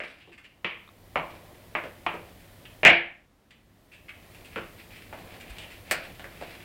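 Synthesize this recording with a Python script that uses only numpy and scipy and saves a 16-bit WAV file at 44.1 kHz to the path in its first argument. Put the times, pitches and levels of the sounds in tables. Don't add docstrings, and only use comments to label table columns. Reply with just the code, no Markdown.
import sys
import numpy as np
from scipy import signal
from scipy.fft import rfft, irfft
from scipy.io import wavfile
from scipy.ndimage import uniform_filter1d, minimum_filter1d

SR = 44100
rng = np.random.default_rng(int(sys.argv[2]) if len(sys.argv) > 2 else 0)


def to_wav(s):
    ch = np.atleast_2d(s).T
    pcm = np.round(np.clip(ch, -1, 1) * 32767)
    wavfile.write(sys.argv[1], SR, pcm.astype(np.int16))


N = 292824
T = np.arange(32768) / SR
HZ = np.fft.rfftfreq(32768, 1 / SR)


# (pitch [Hz], half width [Hz], level [dB])
BELLY_RING = [(168, 37, -14.5), (310, 110, -1), (560, 100, -1), (708, 200, 6.5)]
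RIM_RING = [(1032, 310, 0)]
CANE_RING = [(1774, 230, -2), (2240, 300, 3), (2750, 367, -4)]

def blow(levels_db, pitches, room_db, contact_hz=7040):
    *ring_db, snap_db = levels_db
    parts = zip((BELLY_RING, RIM_RING, CANE_RING), ring_db, pitches)
    rings = [amp(db) * unit(peaks(modes, HZ / pitch)) for modes, db, pitch in parts]
    ring = np.linalg.norm(rings, axis=0) / np.sqrt(1 + (HZ / contact_hz) ** 4)
    snap = amp(snap_db) * crack(snap_db - ring_db[-1])
    return burst(causal(np.hypot(ring, snap)) * weave() * room(room_db))


# (frequency [Hz], level [dB])
CRACK_SHAPE = [(300, -19.5), (2500, -17), (4500, 1), (6200, -7.5), (8200, -0.5), (10500, -9), (15500, -8.5)]

def crack(hardness_db):
    corner_hz = 26000 * amp(0.61 * hardness_db)
    return unit(amp(read(CRACK_SHAPE, HZ)) / np.sqrt(1 + (HZ / corner_hz) ** 4))


# (time [s], belly [dB], rim [dB], canes [dB], snap [dB], belly pitch [ratio],
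# rim pitch [ratio], cane pitch [ratio], rebound delay [s], rebound compared with the first hit [dB])
TILE_KNOCKS = [ (0.002, -33.5, -35, -27, -53, 0.81, 1.43, 0.98, .034, -4.5),
               (0.274, -46.5, -52.5, -55, -73, 0.57, 0.87, 1.3, 0.02, -4),
               (0.6453, -34.5, -33, -23, -63, 0.65, 1.1, 1.083, .023, -9),
               (1.157, -36.5, -32, -35.5, -74, 0.87, 1.02, 1.01, .014, -9),
               (1.7511, -42, -37.5, -34.5, -79, 0.9, 1.05, 0.96, .016, -10),
               (1.838, -47, -53, -55.5, -70, 0.8, 1.4, 1.15, .015, -3.5),
               (2.0641, -38.5, -34.5, -35.5, -74, 1.48, 0.93, 1.066, .02, -22),
               (2.139, -45, -55, -56, -71, 0.74, 1.3, 0.71, 0.014, -8),
               (2.832, -32.5, -42, -29.5, -65, 0.85, 1.0, 1, .009, -5),
               (4.5593, -43, -42.5, -44, -66.5, 0.65, 1.3, 1.09, 0.022, -4),
               (5.127, -48.5, -54.5, -55.5, -82, 1.09, 1.44, 1.03, .015, -7),
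               (5.5838, -72, -66, -49.5, -58.5, 1.4, 0.86, 1.3, 0.029, -14),
               (5.911, -39.5, -34.5, -34, -37, 0.91, 1.65, 1.04, .006, -7),
               (6.195, -55, -55.5, -56.5, -68, 0.95, 1.66, 1.35, 0.0092, -7),
               (6.242, -54.5, -49, -75, -68, 0.77, 1.71, 0.54, .012, -6),
               (6.412, -47.5, -60, -64, -72, 0.92, 1.2, 0.93, .011, 0.5), ]

def knocks():
    out = np.zeros(N)
    for s, *levels_db, belly_pitch, rim_pitch, cane_pitch, rebound_s, rebound_db in TILE_KNOCKS:
        pitches = (belly_pitch, rim_pitch, cane_pitch)
        for delay, db in [(0, 0), (rebound_s, rebound_db)]:
            add(out, s + delay, amp(db) * blow(levels_db, pitches, room_db=3.3))
    return out


def clatter(start_s=2.8503, peak_s=2.868, ribs=9, gap_s=0.0066, rise_db_per_s=600, fall_db_per_s=331.5):
    peak_db = (-7.5, -17.5, 4.0, -31)
    usual_pitch, spread = np.array([0.97, 0.79, 1.0]), (0.11, 0.2, 0.02)
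    out = np.zeros(N)
    for s in start_s + gap_s * np.arange(ribs):
        below_peak_db = max(rise_db_per_s * (peak_s - s), fall_db_per_s * (s - peak_s))
        pitches = usual_pitch * np.exp(rng.uniform(-1, 1, size=3) * spread)
        add(out, s, amp(-below_peak_db) * blow(peak_db, pitches, room_db=8))
    return out


# (pitch [Hz], half width [Hz], level [dB])
SQUEAK_RING = [(1700, 370, -7.5), (2490, 450, 0.5), (2920, 530, -11)]
# (time [s], level [dB], length [s], snap compared with the ring [dB])
WICKER_CREAKS = [ (0.206, -44, 0.018, -27), (0.316, -42, 0.019, -18), (0.377, -41, 0.01, -17),
                 (0.436, -40.5, 0.015, -17), (2.653, -53.5, 0.0037, -28), (3.507, -42, 0.0068, -15),
                 (3.546, -60, .012, -10), (3.913, -46, 0.032, -14), (4.081, -42, 0.014, -22),
                 (4.347, -58, 0.0031, -10), (4.443, -56.5, 0.014, -9), (4.948, -59, .04, -8),
                 (5.401, -52.5, 0.01, -9.5), (5.498, -55.5, 0.007, -8.5), (5.614, -51, 0.027, -13),
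                 (5.701, -54.5, 0.02, -10), ]

def creaks(sharp_s=0.0072):
    out = np.zeros(N)
    for s, db, length, snap_db in WICKER_CREAKS:
        swell = np.sqrt(T / length) * np.exp(-(T / length) ** 2)
        run = slips(len(T), per_s=1200, spread_db=3.0) * swell
        run[0] = sharp_s / length
        pitch = np.exp(0.092 * rng.uniform(-1.013, 1))
        ring = unit(peaks(SQUEAK_RING, HZ / pitch))
        colour = causal(np.hypot(ring, amp(snap_db) * crack(snap_db)))
        add(out, s, burst(amp(db) * unit(rfft(run) * colour * weave() * room(room_db=2.5))))
    return out


# (time [s], length [s], cane rustle [dB], low drag [dB])
PUPPY_SHOVES = [ (0.0, 0.11, -37, -54), (1.27, 0.063, -56, -51.5), (1.38, 0.33, -84, -59),
                (2.246, 0.085, -60.5, -78), (4.156, 0.24, -61.5, -63), (4.448, 0.066, -54, -74),
                (4.759, 0.039, -53, -65), (4.897, 0.11, -51, -74), (5.11, 0.19, -56, -50),
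                (5.295, 0.25, -54, -54), (5.525, 0.19, -53, -53.5), (5.843, 0.22, -48, -53),
                (6.28, 0.31, -51.5, -60), ]

def shoving(attack_s=0.039, release_s=0.1, nudge_db=(-65, -59)):
    t = np.arange(N) / SR
    power = amp(nudge_db)[:, None] ** 2
    for s, length, *levels_db in PUPPY_SHOVES:
        build = np.clip((t - s) / attack_s, 0, 1)
        fade = np.exp(-np.maximum(t - s - length, 0) / release_s)
        power = power + (amp(levels_db)[:, None] * build * fade) ** 2
    return np.sqrt(power)


# (frequency [Hz], level [dB])
RUSTLE_SHAPE = [(200, -29), (1100, -13), (1700, -2.5), (2400, 1.5), (3000, -5), (3800, -8), (5000, -13),
                (6500, -27.5), (8500, -20.5), (15000, -38)]
DRAG_SHAPE = [(100, -4.5), (330, -4), (520, 1), (720, -1.5), (1000, -6), (1500, -15.5), (3000, -33)]

def slide(spots=3):
    rustle, drag = shoving()
    crackly = slips(N, per_s=320, spread_db=4.2)
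    even = slips(N, per_s=300, spread_db=3.0)
    canes = np.hypot(amp(read(RUSTLE_SHAPE, HZ)), amp(-3.5) * peaks(SQUEAK_RING, HZ))
    rim = amp(read(DRAG_SHAPE, HZ))
    out = np.zeros(N)
    for level, colour, catches in [(rustle, canes, crackly), (drag, rim, even)]:
        spot = rng.integers(0, spots, N)
        paths = [burst(causal(colour) * weave() * room(room_db=4.0)) for _ in range(spots)]
        rub = sum(signal.oaconvolve(catches * (spot == k), path)[:N] for k, path in enumerate(paths))
        out += unit(rub) * level
    return out


def slips(samples, per_s, spread_db):
    size = amp(spread_db * np.minimum(rng.exponential(1, samples), 4))
    return size * rng.choice([-1., 1.], samples) * (rng.random(samples) < per_s / SR)


def weave():
    routes = unit(smooth(rng.standard_normal(len(HZ)), 250))
    delay_s = .0013 * (1000 / (HZ + 200)) ** .4 * np.exp(.55 * routes)
    return np.exp(-2j * np.pi * np.cumsum(delay_s) * HZ[1])


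# (peak time [s], level [dB], pitch [Hz])
LOW_THUDS = [(0.659, -41, 170), (2.87, -18, 158), (2.873, -28.5, 58), (5.512, -49, 50), (5.61, -58, 55)]

def thuds(rise_s=.014):
    out = np.zeros(N)
    for s, db, hz in LOW_THUDS:
        thud = T * np.exp(-T / rise_s) * np.sin(2 * np.pi * hz * T)
        add(out, s - rise_s, burst(amp(db) * unit(rfft(thud))))
    return out


# (time [s], level [dB])
NEAR_TICKS = [(0.89, -57), (0.877, -59)]
# (pitch [Hz], half width [Hz], level [dB])
TICK_TONES = [(1170, 190, 5), (3680, 190, 0)]

def ticks():
    out = np.zeros(N)
    for s, db in NEAR_TICKS:
        add(out, s, burst(amp(db) * unit(causal(peaks(TICK_TONES, HZ)))))
    return out


# (frequency [Hz], time to fade by 60 dB [s])
ECHO_TIMES = [(100, 0.61), (250, 0.18), (600, 0.43), (1400, .39), (2500, 0.38), (4000, 0.37), (7000, 0.17),
              (14000, 0.13)]
# (pitch [Hz], half width [Hz], level [dB])
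ROOM_NOTES = [(167, 8, 5), (341, 5, 10), (603, 5, 0), (692, 15, -5)]

def room(room_db, onset_s=0.0012, early_db=6.0, early_s=.02, echoes_per_s=4000):
    taps = rng.choice([-1., 1.], len(T)) * (rng.random(len(T)) < echoes_per_s / SR)
    hz, t, bands = signal.stft(taps, SR, nperseg=256)
    fade_db = early_db * np.exp(-t / early_s) - 60 * t / read(ECHO_TIMES, hz)[:, None]
    echoes = rfft(signal.istft(bands * amp(fade_db), SR, nperseg=256)[1][:len(T)])
    echoes = echoes / np.sqrt(smooth(abs(echoes) ** 2, 200))
    tail = irfft(echoes) * np.clip(T / onset_s - .5, 0, 1) * (T < T[-1] / 2)
    echoes = unit(rfft(tail)) * causal(1 + peaks(ROOM_NOTES, HZ))
    return (1 + amp(room_db) * echoes) / np.sqrt(1 + amp(room_db) ** 2)


# (frequency [Hz], relative level [dB])
AIR_SHAPE = [(15, -31.5), (25, -2.5), (64, -2), (96, -0.5), (126, -6), (352, -9.5), (461, -15),
             (654, -20.5), (1590, -23), (1930, -16), (2660, -32), (2970, -21), (6310, -29.5), (14600, -26),
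             (15800, -27.5)]

def room_tone(start_db=-55.5, growth_db=4.5, hum_hz=100, hum_db=-61):
    t = np.arange(N) / SR
    air = amp(start_db + growth_db * t / t[-1]) * noise(AIR_SHAPE)
    return air + amp(hum_db) * unit(np.sin(2 * np.pi * hum_hz * t))


def amp(db):
    return 10 ** (np.asarray(db) / 20)


def unit(x):
    return x / np.sqrt(np.mean(np.abs(x) ** 2) + 1e-20)


def smooth(x, size):
    return uniform_filter1d(uniform_filter1d(x, size), size)


def read(points, hz):
    f, value = np.transpose(points)
    return np.interp(np.log(hz + 1), np.log(f + 1), value)


def add(mix, s, sound):
    part = mix[max(round(s * SR), 0):][:len(sound)]
    part += sound[:len(part)]


def peaks(modes, hz):
    return np.sqrt(sum((amp(db) / (1 + ((hz - f) / width) ** 2)) ** 2 for f, width, db in modes))


def causal(gain):
    log_gain = np.log(np.maximum(gain, gain.max() * 1e-5))
    mirrored = np.concatenate([log_gain, log_gain[-2:0:-1]])
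    return np.exp(np.conj(signal.hilbert(mirrored)))[:len(gain)]


def noise(shape):
    gain = amp(read(shape, np.fft.rfftfreq(N, 1 / SR)))
    return unit(irfft(rfft(rng.standard_normal(N)) * gain, N))


def burst(spectrum):
    return irfft(spectrum)[:len(T) * 3 // 4] * np.sqrt(SR / 10)


def scene():
    return (knocks() + clatter() + creaks() + ticks() + slide() + thuds() + room_tone())[None]


def gain_control(x, limit_db=-8.0, hold_s=0.48, recover_db_per_s=22.0, start_cut_db=15.0):
    level_db = 10 * np.log10(abs(uniform_filter1d(x ** 2, size=500)) + 1e-12)
    over_db = np.maximum(level_db - limit_db, 0)
    over_db[0] = start_cut_db
    size = round(hold_s * SR)
    held_db = -minimum_filter1d(-over_db, size, mode="nearest", origin=(size - 1) // 2)
    climb_db = recover_db_per_s * np.arange(N) / SR
    cut_db = np.maximum.accumulate(held_db + climb_db) - climb_db
    return x / amp(uniform_filter1d(cut_db, size=200))


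# (frequency [Hz], relative level [dB])
RUMBLE_SHAPE = [(24, -35.5), (40, -2), (106, -7.5), (242, -7.5), (289, -8.5), (420, -15.5), (710, -18),
                (1980, -25.5), (6260, -35), (15800, -41.5)]

def record(dry, rumble_db=-63, ceiling=.84, top_hz=15950):
    x = gain_control(dry[0]) + amp(rumble_db) * noise(RUMBLE_SHAPE)
    x = x / (1 + (x / ceiling) ** 4) ** (1 / 4)
    lowpass = signal.firwin(511, top_hz, window=("kaiser", 9), fs=SR)
    return signal.oaconvolve(x, lowpass, "same")[None]


dry = scene()
out = record(dry)
to_wav(out)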